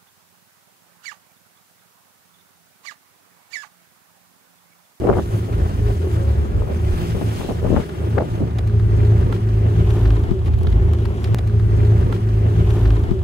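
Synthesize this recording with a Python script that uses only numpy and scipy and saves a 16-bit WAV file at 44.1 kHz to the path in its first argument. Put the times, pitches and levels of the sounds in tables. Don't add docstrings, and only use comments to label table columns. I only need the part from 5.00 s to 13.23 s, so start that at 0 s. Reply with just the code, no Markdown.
import sys
import numpy as np
from scipy import signal
from scipy.fft import rfft, irfft, next_fast_len
from scipy.io import wavfile
from scipy.ndimage import uniform_filter1d

SR = 44100
rng = np.random.default_rng(int(sys.argv[2]) if len(sys.argv) > 2 else 0)


def unload_audio(sound):
    columns = np.transpose(np.atleast_2d(sound))
    steps = np.round(np.clip(columns, -1, 1) * 32767)
    wavfile.write(sys.argv[1], SR, steps.astype(np.int16))


def amplitude_ratio(level_db):
    exponent = np.asarray(level_db, float) / 20
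    return 10 ** exponent


N = 362943
CUT, LOOP = 279869, 123480

CYCLE_HZ = [8.688, 8.918, 9.233]
LEADS = [
    (0, 6),
    (0, 9),
    (1, 12),
    (2, 38),
]
WEAK_ORDERS = [(2, 4, 0), (2, 6, 0), (0, 7, 0), (0, 8, 1), (1, 8, 1), (2, 9, 1), (0, 10, 1), (0, 11, 2),
               (1, 13, 2), (2, 14, 2), (1, 15, 2), (1, 18, 3), (2, 18, 3), (0, 21, 3), (2, 21, 3),
               (1, 24, 3), (2, 25, 3), (0, 43, 3), (0, 44, 3), (0, 45, 3), (1, 46, 3)]
WEAK_ORDERS_DB = [-25, -6.5, -21.5, -20, -4, -3, -30, -15.5, -16.5, -29.5, -47, -6.5, -4.5, -6.5, -12.5,
                  -6.5, -9, -5.5, -13, -8.5, -6.5]
# t/s, length/s, engine, order, level/dB
RESONANT_SPOTS = [(0.887, 0.14, 1, 46, -30), (1.26, 0.19, 2, 59, -38.5), (1.28, 0.52, 2, 12, -33),
                  (2.1, 0.2, 2, 18, -27.5), (4.4, 1.6, 2, 25, -43.5), (5.05, 0.24, 1, 32, -35),
                  (3.3, 4.3, 1, 135, -60), (4.82, 0.24, 2, 18, -26.5), (4.32, 0.028, 2, 30, -29),
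                  (3.72, 0.072, 2, 23, -32), (3.75, 0.14, 1, 46, -33), (4.85, 0.37, 1, 46, -36.5),
                  (6.1, 0.31, 0, 44, -38), (5.33, 0.054, 1, 27, -33.5), (5.36, 0.055, 0, 44, -27),
                  (5.17, 0.11, 1, 33, -32), (4.8, 0.12, 2, 18, -37), (3.4, 0.79, 2, 18, -34.5),
                  (4.7, 0.17, 2, 31, -39.5)]


def engines():
    clock = np.arange(N // 16 + 1) * 16 / SR
    t = clock - CUT / SR
    boom_db = boom(clock)
    calm_db = uniform_filter1d(boom_db, size=SR // 32, axis=1)
    boom_db[3] = uniform_filter1d(boom_db[3], size=SR // 96)
    drift = evened(uniform_filter1d(rng.standard_normal((len(t), 2)), size=1400, axis=0)).T
    out = np.zeros((2, len(t)))
    for (engine, order), db in zip(LEADS, boom_db):
        hz = order * CYCLE_HZ[engine]
        shift = .1 + .0016 * hz
        out += amplitude_ratio(db - 1.5) * np.cos(2 * np.pi * hz * t + shift * drift)

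    waver_db = 4
    hunt_turns = 0.11
    for (engine, order, lead), db in zip(WEAK_ORDERS, WEAK_ORDERS_DB):
        waver, bend = wander(len(t), 300), wander(len(t), 400)
        turns = order * CYCLE_HZ[engine] * t + rng.random() + hunt_turns * bend
        level = amplitude_ratio(calm_db[lead] + db + waver_db * waver)
        out += level * np.cos(2 * np.pi * turns + 0.35 * drift)

    blur = .012
    for s, length, engine, order, db in RESONANT_SPOTS:
        swell = np.exp(-(2 * (clock - s) / length) ** 2)
        phase = 2 * np.pi * order * CYCLE_HZ[engine] * t + blur * order * drift.sum(0)
        out += amplitude_ratio(db) * swell * np.cos(phase + 0.27 * drift)
    return np.sqrt(2) * signal.resample_poly(out, 16, 1, axis=1)[:, :N]


# t/s, level/dB
DRONE = [(0, -30.5), (.35, -24), (.6, -20.5), (.87, -15), (1.15, -18), (1.5, -31.5), (1.9, -22),
         (2.3, -23.5), (2.66, -24), (3.1, -19.5), (3.5, -24), (3.8, -13), (4.15, -13.5), (4.7, -15),
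         (5.15, -15.5), (5.5, -24), (5.85, -18), (6.33, -20.5)]
LEAD_DB = [-4.5, -5, 0, -21]
LEAD_SHARE = [0.82, 0.67, 1, 0.085]
# t/s, length/s, depth level/dB
DUCKS = [(.22, 0.073, 9.5), (.73, 0.18, 13), (1.03, 0.14, 33.5), (1.72, 0.093, 10.5), (1.42, .06, -0.5),
         (2.07, 0.038, 22.5), (2.55, 0.054, 3.5), (3.02, 0.044, 5), (5.31, 0.054, 12), (2.2, 0.044, 14),
         (2.44, 0.21, 18.5), (2.87, 0.19, 29), (3.26, 0.066, 26.5), (4.32, 0.25, 9), (5.3, 0.16, 9),
         (5.67, 0.077, 13), (6.18, 0.16, 9)]
# t/s, length/s, level/dB
PANELS = [
    [(.4, 0.23, -12.5), (.64, 0.25, 8), (.9, 0.21, 5.5), (1.17, 0.14, -7.5), (1.56, 0.1, 16.5),
     (2.0, 0.27, -8), (2.8, 2.1, -12), (4.06, 0.04, -4), (4.68, 0.15, -10.5), (5.1, 0.26, 7.5),
     (5.75, 0.27, 11), (5.95, 0.094, -9), (6.3, 0.086, -13)],
    [(.4, 0.31, -5), (.64, 0.042, 14.5), (1.3, 0.25, 8), (1.91, 0.069, 13.5), (2.3, .2, -0.5),
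     (3.14, 0.052, 9.5), (3.5, 0.27, -14), (3.88, 0.14, -19.5), (4.19, 0.092, 9.5), (4.4, 0.19, -36),
     (4.81, 0.031, -18.5), (5.58, 0.18, 13.5), (5.84, 0.039, 9.5), (5.93, 0.11, 10.5), (6.27, 0.056, -1)],
    [(.35, 0.027, 13), (.5, 0.018, -14), (.88, 0.058, 0.5), (1.15, 0.19, 3), (1.95, 0.084, -12),
     (2.3, 0.11, 8), (3.15, 0.068, 2.5), (3.91, 0.076, -3.5), (4.13, 0.12, 4), (5.55, .2, 2.5),
     (5.93, 0.079, -2), (6.32, 0.081, 9.5)],
]
# t/s, length/s, level/dB
RAIL = [
    (.3, 0.25, 4),
    (1.5, 0.16, -2),
    (2.037, 0.35, 3),
    (3.514, 0.13, -32),
    (4.12, 0.53, 7),
    (4.93, 0.47, 7),
    (5.495, 0.17, -3.5),
    (5.875, 0.38, 7.5),
]


def boom(t):
    middle_db = -18
    drone_db = columns(DRONE, t)[0] - middle_db
    ducks_db = bumps(DUCKS, t)
    return np.array([middle_db + db + share * (drone_db - ducks_db) + bumps(panels, t)
                     for db, share, panels in zip(LEAD_DB, LEAD_SHARE, PANELS + [RAIL])])


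# f/Hz, level/dB per Hz
RUMBLE = [(12, -44), (20, 0), (97, 12), (121, 11.5), (152, -2), (205, -9), (260, -19), (340, -52),
          (570, -120)]


def rumble():
    hz, t = np.fft.rfftfreq(4096, 1 / SR), np.arange(N // 1024 + 5) * 1024 / SR
    swell_db = 10 * np.log10(np.sum(amplitude_ratio(boom(t)[:3]) ** 2, 0))
    field_db = read(RUMBLE, hz)[:, None] + 0.7 * swell_db
    return amplitude_ratio(-30) * noise(field_db, size=4096, patchy_db=6.5, flicker_db=-3.0)


# t/s, peak level/dB, thud relative level/dB, rasp relative level/dB,
# left minus right level/dB
GUSTS = [(0.013, -17.5, -0.5, -24, 13.5), (0.045, -19, 3, -27, -1), (0.067, -12, -3, -13, 2),
         (0.092, -12, 0, -25, -7), (0.128, -15, -8, -8, 3), (0.167, -14, 1, -30, -3),
         (0.186, -16, 1, -20, 0), (0.483, -23, -10, -20, 6), (0.882, -20, -15, -20, 4),
         (1.686, -21, -15, -18, -6), (2.208, -25, 10, -25, 3), (2.483, -17, 5.5, -27, 1),
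         (2.618, -32, 7, -10, 5), (2.647, -15, -12, -32, 8), (2.7, -19.5, 8, -24, 15),
         (2.729, -27.5, 14.5, -31, 14.5), (2.744, -34, -4, -25, 16), (2.763, -14, 1.5, -11, -3),
         (2.804, -23, -12, -3, -3), (3.011, -27, -10, -23, -6), (3.177, -11, -9, -17, 8),
         (3.202, -11, -7, -21, -5), (3.226, -22, -1, -28, 12), (3.405, -24, 13.5, -21, -2)]


def gusts():
    out, t = np.zeros((2, N)), np.arange(5000) / SR
    for s, db, thud_db, rasp_db, pan_db in GUSTS:
        length = .02 - .0006 * (db - 1.0)
        sign, hit, size = rng.random((3, 3, len(t)))
        strength = amplitude_ratio(-3.5 * np.log(size + 0.00075))
        lumps = (hit < 1800 / SR) * np.sign(sign - .5) * strength
        ports = lumps[:2] + 0.42 * lumps[2]
        ports = ports * np.minimum(t / 0.0044, 1) * np.exp(-(t / length) ** 2)
        thud, body = band(ports, 120, 360, order=3), band(ports, 340, 680, order=3)
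        rasp = band(ports, 680, 2100, order=3)
        burst = blend((thud, body, rasp), (thud_db, 0, rasp_db))
        add(out, s - .003, amplitude_ratio(db - 5.0 + sides(pan_db)) * burst)
    return out


# t/s, peak level/dB, left minus right level/dB,
# width/ms (negative for a pull)
POPS = [(0.0525, -9, -7, 0.71), (0.0719, -20.3, 20, 0.41), (0.0758, -11, 14, 0.48),
        (0.0803, -20.1, 20, -0.52), (0.0867, -17.7, 20, -0.43), (0.09, -8.5, 10, 0.36),
        (0.0999, -8, -19, 0.36), (0.1073, -11, 8, 0.6), (0.1153, -13, 8, -0.4), (0.129, -15, 17, -0.35),
        (0.1702, -16, 20, 0.46), (0.1794, -17.2, -20, 0.58), (0.1859, -15.9, 16, -0.32),
        (0.1896, -10, -8, 0.47), (0.1962, -14, -8, -0.35), (2.2137, -20.4, 20, -0.52),
        (2.2188, -22.4, -20, 0.48), (2.4094, -24.5, -20, 0.42), (2.4149, -23.6, 20, -0.3),
        (2.4326, -20.3, -6, 0.47), (2.4905, -23.5, -20, 0.49), (2.4965, -24.0, 20, 0.4),
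        (2.51, -20.9, 20, 0.47), (2.5166, -22.5, -20, 0.52), (2.7051, -10, 8, 0.8), (2.7293, -4, 8, 0.9),
        (2.7437, -6.5, 8, -0.75), (2.7644, -15.1, 20, -0.28), (2.7706, -13, 16, 0.4),
        (2.7742, -20.7, -20, 0.41), (3.1784, -14.5, 12, -0.37), (3.1814, -14, 20, 0.27),
        (3.1835, -13, 8, -0.25), (3.1857, -15.9, -20, 0.3), (3.1892, -16.1, 20, 0.54),
        (3.2059, -18.7, -14, -0.58), (3.2088, -16.0, 16, 0.47), (3.2224, -14, 8, 0.45)]


def pops():
    out, t = np.zeros((2, N)), np.arange(-320, 320) / SR
    for s, db, pan_db, width in POPS:
        u = t / (.74 * abs(width) / 1000)
        push = (1 - u ** 2) * np.exp(-u ** 2 / 2)
        v = u / 2.2
        heave = amplitude_ratio(-7) * (1 - v ** 2) * np.exp(-v ** 2 / 2)
        add(out, s + t[0], np.sign(width) * amplitude_ratio(db - 4.0 + sides(pan_db)) * (push + heave))
    return out


# t/s at the middle, length/s, level/dB, left minus right level/dB,
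# rasp relative level/dB
BUFFETS = [(0.082, 0.1, -14, 5.5, 4.5), (0.175, 0.046, -12.5, 3.5, 5), (0.35, 0.034, -24, 0, 5),
           (1.052, 0.069, -32, 1, 10.5), (1.65, 0.19, -26, 5, 4), (2.17, 0.057, -21.5, 11, 1),
           (2.465, 0.25, -23, 3, 2), (2.652, 0.065, -18, 1, 4), (2.762, 0.097, -19.5, 13, 3.5),
           (3.035, 0.071, -29, 3, 4.5), (3.192, 0.061, -18.5, 2, 5.5), (3.42, 0.15, -27.5, 1, 4),
           (4.312, 0.092, -22.5, 0, 2.5), (5.32, 0.068, -18.5, 5, -9), (5.658, 0.053, -25, -7, 2.5),
           (5.865, 0.054, -25, -2, -17), (2.72, 0.13, -17.5, 5, -15), (2.25, .06, -36, -2, -12),
           (5.483, 0.033, -33, 2, 7), (6.123, 0.063, -23, 2, 0), (3.59, 0.044, -32, -2, 2)]
# f/Hz, level/dB per Hz
BUFFET_COLOUR = [(15, -24), (35, 6), (150, -0.5), (420, 3), (700, -19), (1300, -25.5), (2600, -69)]


def buffets():
    a, b, both, lump_l, lump_r = rng.standard_normal((5, CUT))
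    lump_s, lumpy_db, rasp_from_hz = .006, 5.5, 332
    lumps = evened(uniform_filter1d(np.array([lump_l, lump_r]), size=round(lump_s * SR), axis=1))
    air = (np.array([a, b]) + 1.35 * both) * amplitude_ratio(lumpy_db * lumps)
    size = next_fast_len(CUT)
    colour = amplitude_ratio(read(BUFFET_COLOUR, np.fft.rfftfreq(size, 1 / SR)))
    air = evened(irfft(rfft(air, size) * colour, size)[:, :CUT])
    thud, rasp = band(air, 5.7, rasp_from_hz), band(air, rasp_from_hz, 5500)
    out = np.zeros((2, N))
    for s, length, db, pan_db, rasp_db in BUFFETS:
        at = np.arange(max(round((s - length) * SR), 0), round((s + length) * SR))
        swell = amplitude_ratio(db + sides(pan_db)) * np.exp(-(2 * (at / SR - s) / length) ** 2)
        add(out, at[0] / SR, swell * (thud[:, at] + amplitude_ratio(rasp_db) * rasp[:, at]))
    return out


# t/s, crack level/dB, slap relative level/dB, sizzle relative level/dB
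SNAPS = [(2.8943, -40, 6, -15), (3.1835, -36, 11, -40), (3.5088, -44, -5, -11), (3.5874, -32, -5, -8),
         (3.6723, -46, -10, -3), (3.683, -46, -11, -14), (3.697, -46, 9, -12), (3.7969, -41, 6, -9),
         (4.0496, -39, -3, -20), (4.2108, -53, 7, 5), (4.2276, -41, 7, -17), (4.2442, -58, 10, 8),
         (4.2683, -42, -10, -23), (4.3256, -33, 4, -9), (4.3634, -39, 2, -17), (4.4889, -42, -6, -20),
         (4.9063, -32, -6, -11), (4.9922, -49, 6, 4), (5.0116, -41, -1, -10), (5.0551, -35, 5, -18),
         (5.0757, -39, -5, -15), (5.1055, -32.5, 2, -24), (5.1655, -40, 5, -13), (5.1952, -56, 2, 8),
         (5.2368, -43, 5, -10), (5.3097, -40, -4, -11), (5.3918, -45, -12, -22), (5.4494, -58, 2, 7),
         (5.46, -39, -17, -10), (5.4732, -41, -14, -10), (5.4813, -40, 2, -15), (5.5359, -44, 2, -21),
         (5.5876, -44, -15, -3), (5.6105, -57, 13, 6), (5.6323, -46, -6, 4), (5.6702, -35, 3, -12),
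         (5.7023, -48, 9, 2), (5.7257, -37, -5, -11), (5.9346, -35, 0, -6), (5.9431, -56, 9, 6),
         (5.9867, -46, 2, -6), (5.9971, -59, 4, 6), (6.0556, -34, 2, -10), (6.2338, -51, 3, 4),
         (6.2431, -29, -6, -6)]
# t/s, crack level/dB, slap relative level/dB, sizzle relative level/dB
MORE_SNAPS = [(3.5853, -35, -8, -6), (3.589, -34, -4, -14), (3.676, -40, -8, -2), (4.121, -44, 6, -12),
              (4.3275, -42, 6, -10), (4.369, -46, -6, -12), (5.059, -39, 2, -14), (5.2404, -44, 2, -10),
              (5.54, -45, -4, -5), (6.0525, -40, 1, -11), (6.2744, -42, 3, -10)]
# low f/Hz, high f/Hz
CRACK_SLAP_SIZZLE_HZ = [
    (1800, 4200),
    (850, 1750),
    (5200, 12500),
]


def flag(snaps):
    out, t = np.zeros((2, N)), np.arange(900) / SR
    for s, db, slap_db, sizzle_db in snaps:
        a, b, c, d, chance = rng.standard_normal((5, len(t)))
        fade = np.exp(-t / 0.00057) + 0.051 * np.exp(-t / 0.0046)
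        pan_db = 1.5 * chance[0]
        echo_s, echo_db = .0031 + .0003 * chance[1], -4 + 2 * chance[2]
        direct = [a, 0.63 * a + 0.39 * b]
        echo = [c, 0.55 * c + 0.86 * d]
        for late, path_db, whip in (0, 0, direct), (echo_s, echo_db, echo):
            whip = np.array(whip) * fade - 0.38 * (t == 0)
            parts = [band(whip, lo, hi, order=3) for lo, hi in CRACK_SLAP_SIZZLE_HZ]
            snap = blend(parts, (4.5, slap_db + 3.5, sizzle_db + 5.0))
            add(out, s - .0004 + late, amplitude_ratio(db + path_db + sides(pan_db)) * snap)
    return out


# t/s, peak level/dB, pitch f/Hz
RINGS = [
    (3.588, -29, 703),
    (4.121, -28, 703),
    (4.326, -25, 1360),
    (5.053, -26.5, 870),
    (5.239, -35, 710),
    (5.479, -31, 815),
    (6.054, -32, 930),
]


def rings():
    out, t = np.zeros((2, N)), np.arange(2500) / SR
    t60 = 0.043
    for s, db, hz in RINGS:
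        level = amplitude_ratio(db - 2.5 - 60 * t / t60) * np.minimum(t / 0.0011, 1)
        note = level * np.sin(2 * np.pi * hz * t)
        add(out, s, np.array([note, 0.9 * note]))
    return out


# f/Hz, level/dB per Hz
WASH = [(76, -32.5), (130, -6.5), (200, -13), (290, -13.5), (380, -11), (430, -17), (500, -19.5),
        (800, -23.5), (1400, -29), (2300, -36.5), (3200, -37.5), (4200, -45), (5500, -47), (12000, -54),
        (15800, -59)]
# t/s, hiss level/dB
SURGE = [(0, -54), (.35, -51), (.78, -51.5), (1.11, -52), (1.55, -54.5), (2.02, -48), (2.18, -49),
         (2.39, -43), (2.62, -51.5), (2.8, -47.5), (2.99, -50), (3.25, -53), (3.65, -56), (4.05, -50.5),
         (4.45, -53), (4.95, -48.5), (5.5, -55.5), (6.22, -51.5)]
# t/s, length/s, level/dB
SPRAY = [(.2, 0.11, 2.5), (.36, 0.095, 4.5), (.5, 0.062, -1), (.65, .12, 1), (.92, 0.11, 3),
         (1.13, 0.08, 4), (1.3, 0.26, 2), (1.75, 0.16, 1), (2.05, 0.26, 4), (2.72, 0.059, 1),
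         (2.93, 0.11, -3), (3.35, 0.16, 3.5), (3.5, 0.11, -0.5), (3.85, 0.13, -0.5), (4.35, 0.027, 5.5),
         (4.65, 0.17, -1.5), (5.1, .1, -0.5), (5.4, 0.072, -2), (5.47, 0.029, 7.5), (5.68, 0.15, 3),
         (5.85, 0.092, 1), (6.24, 0.095, 3)]
# t/s, length/s, level/dB
BLOWN = [(.62, 0.16, 4), (3.95, 0.097, 6.5), (4.5, 0.67, -3.5), (6.05, 0.15, -5), (1.45, 0.11, 4.5),
         (2.05, .1, 3), (3.5, 0.4, -2), (3.8, 0.3, -3.5), (4.25, 0.17, 4.5), (4.7, 0.24, 3.5),
         (5.1, 0.33, 1), (5.4, 0.11, -5), (5.55, 0.095, -6.5), (5.8, 0.13, 0.5), (6.2, 0.12, 0)]
ZONE_HZ = [300, 1000, 3200, 10000]
SURGE_SHARE = [0.099, .2, .95, 1.099]
ROAR_SHARE = [0.039, 0.13, .01, .01]
BLOWN_SHARE = [0.81, 0.73, 0.11, .01]
DULLING_DB_PER_S = [0.14, -0.057, 0.14, -1.03]


def wash():
    hz, t = np.fft.rfftfreq(1024, 1 / SR), np.arange(N // 256 + 5) * 256 / SR
    surge_db = columns(SURGE, t)[0] + bumps(SPRAY, t)
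    roar_db = columns(DRONE, t)[0] - bumps(DUCKS, t)
    zones_db = np.outer(SURGE_SHARE, surge_db) + np.outer(ROAR_SHARE, roar_db)
    zones_db += np.outer(DULLING_DB_PER_S, t) + np.outer(BLOWN_SHARE, bumps(BLOWN, t))
    zones_db -= zones_db[:, (t > 3.6) & (t < CUT / SR)].mean(1)[:, None]
    zones_db[:, t > CUT / SR] = 0
    shares = np.array([read(list(zip(ZONE_HZ, one)), hz) for one in np.eye(4)]).T
    field_db = read(WASH, hz)[:, None] + shares @ zones_db
    return amplitude_ratio(-29.5) * noise(field_db, size=1024, patchy_db=1.0, flicker_db=1.5)


# f/Hz, left-right likeness [0 to 1]
SAME = [(30, .7), (60, .76), (130, .86), (290, .7), (640, .7), (1300, .66), (2200, .42), (4000, .33),
        (15000, .2)]
# f/Hz, left minus right level/dB
LEAN = [(60, -0.5), (240, -1.5), (950, 1.5), (3770, 2), (15000, -2)]
# t/s, delay of the left port/s
LAG = [
    (0, .00045),
    (4.8, .00046),
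    (5.1, -.0003),
    (6.4, -.00032),
]


def noise(field_db, size, patchy_db, flicker_db):
    hz = np.fft.rfftfreq(size, 1 / SR)
    a, b, c, d, patches = rng.standard_normal((field_db.shape[1], len(hz), 5)).T
    flicker = evened(uniform_filter1d(patches, size=len(hz) // 3, axis=0))
    patches = evened(uniform_filter1d(uniform_filter1d(patches, size=14, axis=0), size=10, axis=1))
    same = np.clip(read(SAME, hz), -1, 1)[:, None]
    left = a + 1j * b
    right = same * left + np.sqrt(1 - same ** 2) * (c + 1j * d)
    z = np.array([left, right])
    lag = columns(LAG, np.arange(z.shape[2]) * size / 4 / SR)[0]
    z[0] *= np.exp(-2j * np.pi * np.outer(hz, lag))
    z = z * amplitude_ratio(field_db + patchy_db * patches + flicker_db * flicker)
    z = z * amplitude_ratio(sides(read(LEAN, hz)))[:, :, None]
    return evened(signal.istft(z, nperseg=size, noverlap=size * 3 // 4)[1][:, :N])


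def evened(x):
    return x / np.sqrt(np.mean(x ** 2) + 1e-20)


def wander(count, size):
    return evened(uniform_filter1d(uniform_filter1d(rng.standard_normal(count), size=size), size=size))


def read(points, hz):
    f, value = np.transpose(points)
    return np.interp(np.log(hz + 1), np.log(f + 1), value)


def columns(rows, t):
    s, *cols = np.transpose(rows)
    return np.array([np.interp(t, s, c) for c in cols])


def bumps(rows, t):
    return sum(db * np.exp(-(2 * (t - s) / length) ** 2) for s, length, db in rows)


def sides(pan_db):
    return np.array([[.5], [-.5]]) * pan_db


def blend(parts, levels_db):
    return sum(amplitude_ratio(db) * part / abs(part.mean(0)).max() for part, db in zip(parts, levels_db))


def band(x, lo_hz, hi_hz, order=2):
    return signal.sosfilt(signal.butter(order, [lo_hz, hi_hz], "band", fs=SR, output="sos"), x)


def add(mix, s, sound):
    part = mix[:, round(s * SR):][:, :sound.shape[1]]
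    part += sound[:, :part.shape[1]]


def scene():
    hull = engines() + rumble()
    wind = gusts() + pops() + buffets()
    cloth = flag(SNAPS) + flag(MORE_SNAPS) + rings()
    return hull + wind + cloth + wash()


def top_cut(x):
    return signal.sosfilt(signal.butter(12, 16830, fs=SR, output="sos"), x)


def record(dry):
    lowpass = signal.firwin(1501, 15800, window=("kaiser", 9), fs=SR)
    dry = signal.oaconvolve(dry, lowpass[None], "same")
    again = dry[:, CUT - LOOP:CUT - LOOP + N - CUT]
    looped = np.concatenate([dry[:, :CUT], again], axis=1)
    return top_cut(np.clip(looped, -1, 1))


dry = scene()
out = record(dry)
unload_audio(out)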